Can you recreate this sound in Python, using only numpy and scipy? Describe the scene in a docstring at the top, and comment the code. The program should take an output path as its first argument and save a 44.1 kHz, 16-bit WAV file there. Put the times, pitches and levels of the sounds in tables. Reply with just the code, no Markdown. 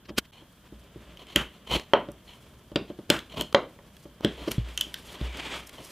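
"""A small quiet workshop: a craft knife works on thin veneer taped to a wooden bench, close by.
Fibres snap as clusters of tiny cracks; blows ring the natural tones of the veneer and the bench top.
Blade and skin scrape over the wood as clumpy, coloured noise.
The room answers every contact; air rumble and microphone hiss lie underneath."""
import sys
import numpy as np
from scipy import signal
from scipy.fft import rfft, irfft, next_fast_len
from scipy.io import wavfile
from scipy.ndimage import map_coordinates

SR = 44100
rng = np.random.default_rng(int(sys.argv[2]) if len(sys.argv) > 2 else 0)


def to_wav(s):
    """Save 16-bit WAV."""
    ch = np.atleast_2d(s).T  # columns
    pcm = np.round(np.clip(ch, -1, 1) * 32767)  # PCM
    wavfile.write(sys.argv[1], SR, pcm.astype(np.int16))


def boost_factor(decibels):
    """Convert a level in decibels to a linear amplitude factor."""
    exponent = np.asarray(decibels, float) / 20
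    return 10 ** exponent


N = 260631  # length in samples
SILENT_DB = -120


def unit(x):
    """Scales a sound to rms 1."""
    return x / np.sqrt(np.mean(x ** 2) + 1e-20)


def along(points, hz):
    """Reads values between (f/Hz, value) points on a logarithmic pitch axis."""
    f, value = np.transpose(points)
    return np.interp(np.log(hz + 1), np.log(f + 1), value)


def coloured(x, spectrum):
    """Makes each frequency louder or softer, following (f/Hz, level/dB) points."""
    size = next_fast_len(len(x) + 2048)
    gain = boost_factor(along(spectrum, np.fft.rfftfreq(size, 1 / SR)))
    return irfft(rfft(x, size) * gain, size)[:len(x)]


def noise(count, colour):
    """Coloured random noise of rms 1."""
    return unit(coloured(rng.standard_normal(count), colour))


def wobble(rate):
    """A smooth random curve through `rate` random points a second."""
    points = rng.standard_normal(int(N * rate / SR) + 4)
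    return map_coordinates(points, [np.arange(N) * rate / SR])


def add(total, s, sound):
    """Mixes a sound in at time s."""
    part = total[round(s * SR):][:len(sound)]
    part += sound[:len(part)]


def causal(spectrum, size):
    """A pulse of the given colour with its energy as early as possible (minimum phase); peak 1."""
    log_gain = np.log(boost_factor(along(spectrum, np.fft.rfftfreq(size, 1 / SR))))
    cepstrum = irfft(log_gain, size)
    cepstrum[1:size // 2] *= 2
    cepstrum[size // 2 + 1:] = 0
    pulse = irfft(np.exp(rfft(cepstrum)), size)
    return pulse / np.abs(pulse).max()


# the blade breaks through the fibres into the bench:
# t/s, snap level/dB, fizz level/dB, veneer level/dB, bench knock level/dB
CUT_BLOWS = [(1.3599, -7, -18.5, -26, -21), (2.7585, -17, -75, -22.5, -18), (3.101, -9, -16, -19.5, -16),
             (3.4103, -18, -27, -32.5, -31), (4.2473, -16, -33.5, -24, -14.5)]


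def cuts():
    """Blows of the breaking blade: all layers, with a thump tied to the knock."""
    return [(s, snap, fizz, veneer, knock, knock - 25.5, 0) for s, snap, fizz, veneer, knock in CUT_BLOWS]


# the tip comes down hard on the loose veneer: t/s, veneer level/dB, bench knock level/dB
SLAP_BLOWS = [(1.935, -9.5, -34.5), (3.5463, -9.5, -24.5)]


def slaps():
    """Blows on loose veneer: its ringing sets the level of snap, fizz and thump."""
    return [(s, veneer - 2.5, veneer - 42, veneer, knock, veneer - 48, 0) for s, veneer, knock in SLAP_BLOWS]


# fingers and handle tap the bench: t/s, bench knock level/dB, veneer level/dB, bench thump level/dB
TAP_BLOWS = [(0.1034, -34.5, -42, -49), (0.421, -51, -54, -59), (0.7235, -41, -52, -48),
             (0.9592, -38, -50, -45.5), (2.0867, -33, -35, -49), (2.717, -39, -42, -48),
             (2.8105, -32.5, -64, -64), (2.901, -31, -38, -58), (2.989, -33, -42.5, -58),
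             (3.7889, -73, -47.5, -70), (4.0548, -40, -45, -53), (4.4767, -22.5, -33.5, -50),
             (4.867, -46, -58, -55)]


def taps():
    """Padded blows: knock, veneer and thump, a weak snap and no fizz."""
    return [(s, veneer - 9.5, SILENT_DB, veneer, knock, thump, 0) for s, knock, veneer, thump in TAP_BLOWS]


# the heel of the hand lands: t/s, thump level/dB, knock level/dB, hardness/dB per octave
HEEL_BLOWS = [(4.581, -21.5, -38, 8), (5.212, -27.5, -33.5, -4)]


def heels():
    """Heavy blows: a positive hardness strengthens the upper tones of the thump."""
    return [(s, knock - 2, SILENT_DB, knock - 9, knock, thump, hard) for s, thump, knock, hard in HEEL_BLOWS]


# single fibres or tape letting go: t/s, snap level/dB, fizz level/dB
TICK_BREAKS = [(1.1721, -40.5, -56.5), (1.269, -46, -54), (2.1175, -65, -47), (3.1907, -31.5, -42),
               (3.4206, -43, -35.5), (3.9674, -48, -51.5), (4.516, -31, -27), (4.591, -43, -63),
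               (4.7759, -19.5, -24.5), (4.8104, -14, -22), (4.942, -25, -32), (5.7303, -56, -52)]


def ticks():
    """Light breaks: snap and fizz only."""
    return [(s, snap, fizz, SILENT_DB, SILENT_DB, SILENT_DB, 0) for s, snap, fizz in TICK_BREAKS]


def burst(spectrum, t, t60, splinter_db):
    """One clean break followed by a spray of splinters dying in t60; rms 1 over the first 4 ms."""
    breaks = boost_factor(splinter_db - 60 * t / t60) * rng.standard_normal(len(t))
    breaks[0] = 1
    crack = signal.fftconvolve(breaks, causal(spectrum, size=1024))[:len(t)]
    return crack / np.std(crack[:SR // 250])


# colour of breaking fibres: f/Hz, level/dB per Hz
SNAP_COLOUR = [(900, -50), (1500, -9.5), (2400, -10.5), (2900, -0.5), (3200, 6), (3700, -5.5),
               (4500, -10.5), (6500, -23), (9000, -37)]


def snap(t):
    """Fibres break: a crack and a spray of splinters."""
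    return burst(SNAP_COLOUR, t, t60=0.018, splinter_db=-7.5)


# colour of fine, bright breaks and grit: f/Hz, level/dB per Hz
FIZZ_COLOUR = [(1500, -109), (4000, -18.5), (5500, 4.5), (9000, 2), (13000, -1.5), (15000, -2),
               (16000, -23), (17000, -32.5)]


def fizz(t):
    """The finest splinters: a brighter, shorter burst."""
    return burst(FIZZ_COLOUR, t, t60=0.0065, splinter_db=0.5)


def ringing(modes, t, spread_db, attack, dull_db=0):
    """One blow on fading tones, each at a new strength and slightly new pitch; rms 1 over 20 ms."""
    hz, db, t60 = np.transpose(modes)[:, :, None]
    strength, shift = rng.standard_normal((2, *db.shape))
    octaves = np.log2(hz / hz[0])
    size = boost_factor(db - dull_db * octaves + spread_db * strength - 60 * t / t60)
    tones = size * np.sin(2 * np.pi * hz * (1 + 0.015 * shift) * t)
    ring = np.sum(tones, axis=0) * (1 - np.exp(-t / attack))
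    return ring / np.std(ring[:SR // 50])


# natural tones of the veneer: f/Hz, level/dB, t60/s (time to fade by 60 dB)
VENEER_TONES = [(427.5, -2.5, 0.057), (582.4, 1.5, 0.067), (625.5, 0, 0.02), (743, 0.5, 0.02),
                (869, -5, 0.052), (941, -2.5, 0.027), (1016, -1, 0.023), (1111, -3, 0.024),
                (1273, -7.5, 0.04), (1393, -11, 0.0457), (1960, 4, 0.011)]


def veneer_ring(t, soft):
    """The thin sheet rings; a softer blow starts it more slowly and with duller tones."""
    return ringing(VENEER_TONES, t, 2.5, 0.00082 + .00005 * soft, dull_db=0.41 * soft)


# middle tones of the bench top: f/Hz, level/dB, t60/s
KNOCK_TONES = [(166, -0.5, 0.065), (214.3, 2, 0.11), (319.4, 16.5, 0.027), (355.6, 4, 0.04)]


def bench_knock(t):
    """The bench top rings in its middle tones, rising over about 2 ms."""
    return ringing(KNOCK_TONES, t, 3.1, .002)


# lowest tones of the bench top: f/Hz, level/dB, t60/s
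THUMP_TONES = [(60.3, 0, 0.57), (118, -2, 0.12), (135.8, 11, 0.022), (185.2, -14, 0.016)]


def bench_thump(t, hard_db):
    """The heavy top gives way (minus sign), then swings on its legs."""
    return -ringing(THUMP_TONES, t, 0.4, 0.0028, dull_db=-hard_db)


# how fast the room's answer fades: f/Hz, t60/s
ROOM_FADE = [(150, 0.38), (600, 0.28), (1500, 0.23), (3200, 0.28), (7000, .2), (14000, 0.31)]
# colour of the room's answer: f/Hz, level/dB
ROOM_COLOUR = [(60, -32), (170, -0.5), (600, 2), (1500, 1), (2500, -0.5), (3200, -3), (4200, -3),
               (7000, -7.5), (14000, -21)]


def room(x, delay):
    """A new random tail of the room; each frequency dies at its own speed."""
    hz, t, grains = signal.stft(rng.standard_normal(SR // 2), SR, nperseg=256)
    t60 = along(ROOM_FADE, hz)[:, None]
    gain = boost_factor(along(ROOM_COLOUR, hz)[:, None] - 60 * t / t60)
    gain = gain * np.sqrt(6 * np.log(10) / t60 / SR)  # evens out the energy of long and short tails
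    tail = signal.istft(grains * gain * (t > delay), SR, nperseg=256)[1]
    return signal.fftconvolve(x, tail)


def contacts():
    """Every contact mixes breaking fibres, veneer and bench, and wakes the room."""
    out = np.zeros(N)
    t = np.arange(SR // 2) / SR
    short = t[:SR // 10]
    rows = cuts() + slaps() + taps() + ticks() + heels()
    for s, snap_db, fizz_db, veneer_db, knock_db, thump_db, hard_db in rows:
        soft = max(knock_db - veneer_db + 10, 0)  # a blow that mostly knocks the bench is padded
        near = boost_factor(snap_db) * snap(short) + boost_factor(fizz_db) * fizz(short)
        near += boost_factor(veneer_db) * veneer_ring(short, soft)
        near += boost_factor(knock_db) * bench_knock(short)
        # turns the contact down about 5 dB, slightly more in the deep bass
        near = coloured(near, [(70, -7), (140, -5.0)])
        add(out, s, near)
        # only the quickly faded start of the blow feeds the room, for a smoother tail
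        faded_start = near * boost_factor(-60 * short / .014)
        add(out, s, room(faded_start, delay=.006))
        add(out, s, boost_factor(thump_db) * bench_thump(t, hard_db))
    return out


def pressure(strokes, sag_db=0):
    """Strength of rasp, drone and hiss: each stroke swells, holds (sagging in dB/s) and lets go."""
    gains = np.zeros((3, N))
    t = np.arange(N) / SR
    for start, swell, hold, rasp_db, drone_db in strokes:
        after = np.maximum(t - start - swell - hold, 0)
        room_answer = boost_factor(-6.5) * np.exp(-after / 0.039)
        fade = np.maximum(np.exp(-after / 0.021), room_answer)
        sag = boost_factor(-sag_db * np.clip(t - start, 0, swell + hold))
        held = np.clip((t - start) / swell, 0, 1) ** 2 * fade * sag
        levels = boost_factor([rasp_db, drone_db, rasp_db - 16.5])[:, None]
        gains = np.hypot(gains, levels * held)
    return gains


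# low drone of the rubbed bench: f/Hz, level/dB per Hz
DRONE_COLOUR = [(40, -26.5), (59, 15.5), (80, -16), (130, 1.5), (297, 1), (408, 0), (500, -3), (606, -0.5),
                (814, -13), (1000, -7), (1340, -13.5), (1900, -38)]


def friction(gains, rasp_colour, hiss_colour, slow_db, fast_db):
    """Stick and slip over the grain: the same clumping shapes rasp, bench drone and hiss."""
    clumps = boost_factor(slow_db * wobble(35) + fast_db * wobble(170))
    colours = (rasp_colour, DRONE_COLOUR, hiss_colour)
    grit = [unit(coloured(clumps * rng.standard_normal(N), colour)) for colour in colours]
    return np.sum(gains * grit, axis=0)


# fibres keep tearing behind a deep cut: start t/s, swell t/s, hold t/s, rasp level/dB, drone level/dB
TEAR_RUNS = [(1.358, 0.0033, 0.052, -30.5, -33.5), (3.099, 0.0035, 0.073, -30, -32)]
# colour of tearing fibres: f/Hz, level/dB per Hz
TEAR_COLOUR = [(500, -35), (800, -2), (1500, 3), (2400, -4), (3200, -1), (4300, -17), (6500, -22.5),
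               (9000, -30.5), (15400, -120)]


def tearing():
    """Cut fibres crunch; the tearing thins out by 89 dB a second as it runs."""
    return friction(pressure(TEAR_RUNS, sag_db=89), TEAR_COLOUR, FIZZ_COLOUR, slow_db=-1.0, fast_db=1.5)


# the edge strokes across the grain: start t/s, swell t/s, hold t/s, rasp level/dB, drone level/dB
EDGE_STROKES = [(0.311, 0.017, 0.075, -55.5, -62), (1.184, 0.0084, .03, -51.5, -51),
                (1.272, 0.013, 0.05, -48.5, -76.5), (1.53, 0.0039, 0.011, -59, -62),
                (1.659, 0.014, 0.03, -45.5, -53), (1.686, 0.027, 0.048, -29, -31),
                (2.268, 0.014, 0.057, -51, -77), (2.875, 0.0059, 0.014, -53, -56),
                (3.291, 0.011, 0.046, -49.5, -56), (3.343, 0.034, 0.041, -39, -34.5),
                (4.37, 0.0075, .02, -48.5, -45.5), (4.4, .01, .025, -48, -42),
                (5.08, 0.0069, 0.02, -48, -79), (5.138, 0.0052, 0.013, -46.5, -46.5),
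                (5.764, 0.019, .03, -53.5, -48.5)]
# colour of the edge on the grain: f/Hz, level/dB per Hz
EDGE_COLOUR = [(590, -12), (1000, -5.5), (1680, -23), (1740, -18.5), (1970, -10.5), (2470, -9.5),
               (2720, -11), (3100, 0.5), (3650, -14), (4260, -9), (4770, -25.5), (7000, -25), (9100, -51.5),
               (15400, -120)]


def edge_strokes():
    """The steel edge chatters over the grain."""
    return friction(pressure(EDGE_STROKES), EDGE_COLOUR, FIZZ_COLOUR, slow_db=1.05, fast_db=2)


# the blade is pushed flat under the veneer:
# start t/s, swell t/s, hold t/s, rasp level/dB, drone level/dB
FLAT_PUSHES = [(5.215, 0.12, 0.265, -47, -67)]
# colour of the flat of the blade: f/Hz, level/dB per Hz
FLAT_COLOUR = [(900, -38), (1250, -4), (1600, -15), (2000, -13), (2300, 8), (2700, -8), (3300, -6),
               (4000, -18), (6000, -39)]
# colour of skin on tape: f/Hz, level/dB per Hz
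RUSTLE_COLOUR = [(2500, -53), (4000, 0), (5500, -1), (8000, -4), (11000, -3.5), (15000, -10), (16500, -34)]


def flat_pushes():
    """The flat of the blade sings under the veneer."""
    return friction(pressure(FLAT_PUSHES), FLAT_COLOUR, RUSTLE_COLOUR, slow_db=-3.5, fast_db=1.0)


# short dry scuffs, faint knocks and bright ticks: middle t/s, level/dB, length t/s,
# fizz level/dB and drone level/dB, both over the rasp
SMALL_NOISES = [(.058, -51, 0.0052, -27, 0), (0.095, -41.5, 0.0054, -21.5, 3.5),
                (0.185, -15.5, 0.0037, -8.5, -7.5), (0.254, -54, 0.0083, -13.5, -8.5),
                (1.36, -33, 0.0027, -20, 4), (1.714, -34.5, 0.0021, -13, -1), (1.765, -31, 0.0041, -24, 7),
                (1.798, -36, .002, -13, -3), (3.096, -43.5, 0.0018, -25, 12),
                (3.343, -57.5, 0.00436, -22, 19.5), (3.373, -34.5, 0.0023, -28, 4),
                (3.528, -35, 0.0012, -11, 4), (4.209, -46.5, 0.0014, -18.5, 16.5),
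                (4.24, -44, 0.0084, -18, 9), (4.483, -36.5, 0.0079, -16, 7),
                (4.517, -29.5, 0.0041, -4, -1.5), (5.373, -42.5, 0.0032, -5, 5.5),
                (5.399, -39, 0.0051, -19, -2), (5.673, -59, .004, 15.5, -10),
                (5.695, -43.5, 0.0029, -3.5, -10), (5.849, -52, 0.0041, 8, -11)]
# colour of the rasp in these noises: f/Hz, level/dB per Hz
SCUFF_COLOUR = [(710, -23.5), (1200, -5.5), (2870, -1.5), (3150, 3.5), (3520, -10.5), (3710, -4.5),
                (5370, -9), (7000, -21), (9100, -38.5), (15400, -120)]


def small_noises():
    """Short dry scuffs, faint knocks and bright ticks: noise a few milliseconds long, without room."""
    out = np.zeros(N)
    t = np.arange(-2048, 2048) / SR
    for s, db, length, fizz_db, drone_db in SMALL_NOISES:
        grit = noise(len(t), SCUFF_COLOUR)
        grit += boost_factor(fizz_db) * noise(len(t), FIZZ_COLOUR)
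        grit += boost_factor(drone_db) * noise(len(t), DRONE_COLOUR)
        add(out, s + t[0], boost_factor(db) * grit * np.exp(-np.abs(t) / length))
    return out


# hands rest and press, then slide over veneer and tape: t/s, rasp level/dB, hiss level/dB
HAND_LEVELS = [(0, -72, -92.5), (.3, -70.5, -81), (.5, -65, -70.5), (1.1, -59, -73), (2.5, -63.5, -70),
               (4.18, -64.5, -70.5), (4.27, -52, -72), (4.4, -50.5, -60.5), (4.48, -50.5, -59),
               (4.66, -49, -67), (4.82, -51, -57.5), (5.02, -56.5, -59.5), (5.13, -48.5, -58.5),
               (5.25, -48, -68.5), (5.44, -39.5, -62.5), (5.54, -34.5, -53.5), (5.585, -41.5, -55),
               (5.63, -50, -63), (5.76, -54, -59.5), (5.91, -53.5, -55)]
# colour of skin on wood: f/Hz, level/dB per Hz
RASP_COLOUR = [(590, -10), (1000, -6.5), (1280, -7), (1450, -8.5), (1580, -8.5), (1930, -7), (2170, -6.5),
               (2610, -6.5), (3260, -4), (4160, -15), (4580, -15.5), (5390, -20.5), (7000, -22),
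               (9100, -25), (15400, -120)]


def hands():
    """Skin rubs softly; the bench drone follows the rasp, and the hiss flickers."""
    s, *levels = np.transpose(HAND_LEVELS)
    rasp_db, hiss_db = [np.interp(np.arange(N) / SR, s, db) for db in levels]
    rest_db, rest_drone_db = -60, -57.5  # rasp and drone under a resting hand
    drone_db = rest_drone_db + 0.55 * (rasp_db - rest_db) + 0.81 * wobble(5.1)
    hiss_db = hiss_db + 2 * wobble(11) + 2.1 * wobble(70)
    return friction(boost_factor([rasp_db, drone_db, hiss_db]), RASP_COLOUR, RUSTLE_COLOUR, slow_db=1.7, fast_db=1.0)


# colour of the quiet workshop: f/Hz, level/dB per Hz
AIR_COLOUR = [(15, -21), (30, 0.5), (97, -4.5), (167, -4.5), (214, -4.5), (304, -19), (389, -27.5),
              (1730, -21), (2270, -59.5), (3150, -19), (4480, -43), (14800, -34), (16500, -63)]


def air():
    """The quiet workshop: steady hiss, with a rumble that comes and goes."""
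    still = noise(N, AIR_COLOUR)
    swell = boost_factor(2 * wobble(5)) - 1
    rumble = coloured(still * swell, [(400, -7), (1500, -35)])
    return boost_factor(-57) * (still + rumble)


# colour of the microphone's own hiss: f/Hz, level/dB per Hz
MICROPHONE_COLOUR = [(24, -39), (40, -22), (222, -7.5), (386, -10), (485, -10), (1030, -12.5), (14900, -13),
                     (16500, -4)]


def microphone_difference(dry):
    """What differs left to right: hiss, and a faint, mostly treble quarter-cycle-shifted copy."""
    hiss = boost_factor(-62.5) * noise(N, MICROPHONE_COLOUR)
    shifted = signal.hilbert(dry[0], next_fast_len(N)).imag[:N]
    return hiss + coloured(shifted, [(200, -38), (2000, -30), (3600, -29), (5500, -19), (14000, -16.5)])


# the level dips briefly: middle t/s, half-length t/s, depth level/dB
LEVEL_DIP = (.316, .004, -22)


def dip():
    """Gain curve of one brief dip in level."""
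    s, length, db = LEVEL_DIP
    return boost_factor(db * np.exp(-((np.arange(N) / SR - s) / length) ** 4))


def scene():
    """All sources sit straight ahead; the microphone loses the deepest bass."""
    middle = contacts() + tearing() + edge_strokes() + flat_pushes() + small_noises() + hands() + air()
    low_cut = signal.butter(2, 43.5, "high", fs=SR, output="sos")  # Hz
    middle = signal.sosfilt(low_cut, middle)
    return np.array([middle, middle])


def top_cut(x):
    """Nothing passes above the cut-off."""
    return signal.sosfilt(signal.butter(12, 15300, fs=SR, output="sos"), x)


def record(dry):
    """Two close microphone openings hear nearly the same sound; the highest peaks are rounded off."""
    side = microphone_difference(dry)
    ports = dip() * (dry + [side, -side])
    mix = ports / (1 + np.abs(ports / .95) ** 6) ** (1 / 6)  # the input stage rounds off peaks
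    return top_cut(mix)


dry = scene()
out = record(dry)
to_wav(out)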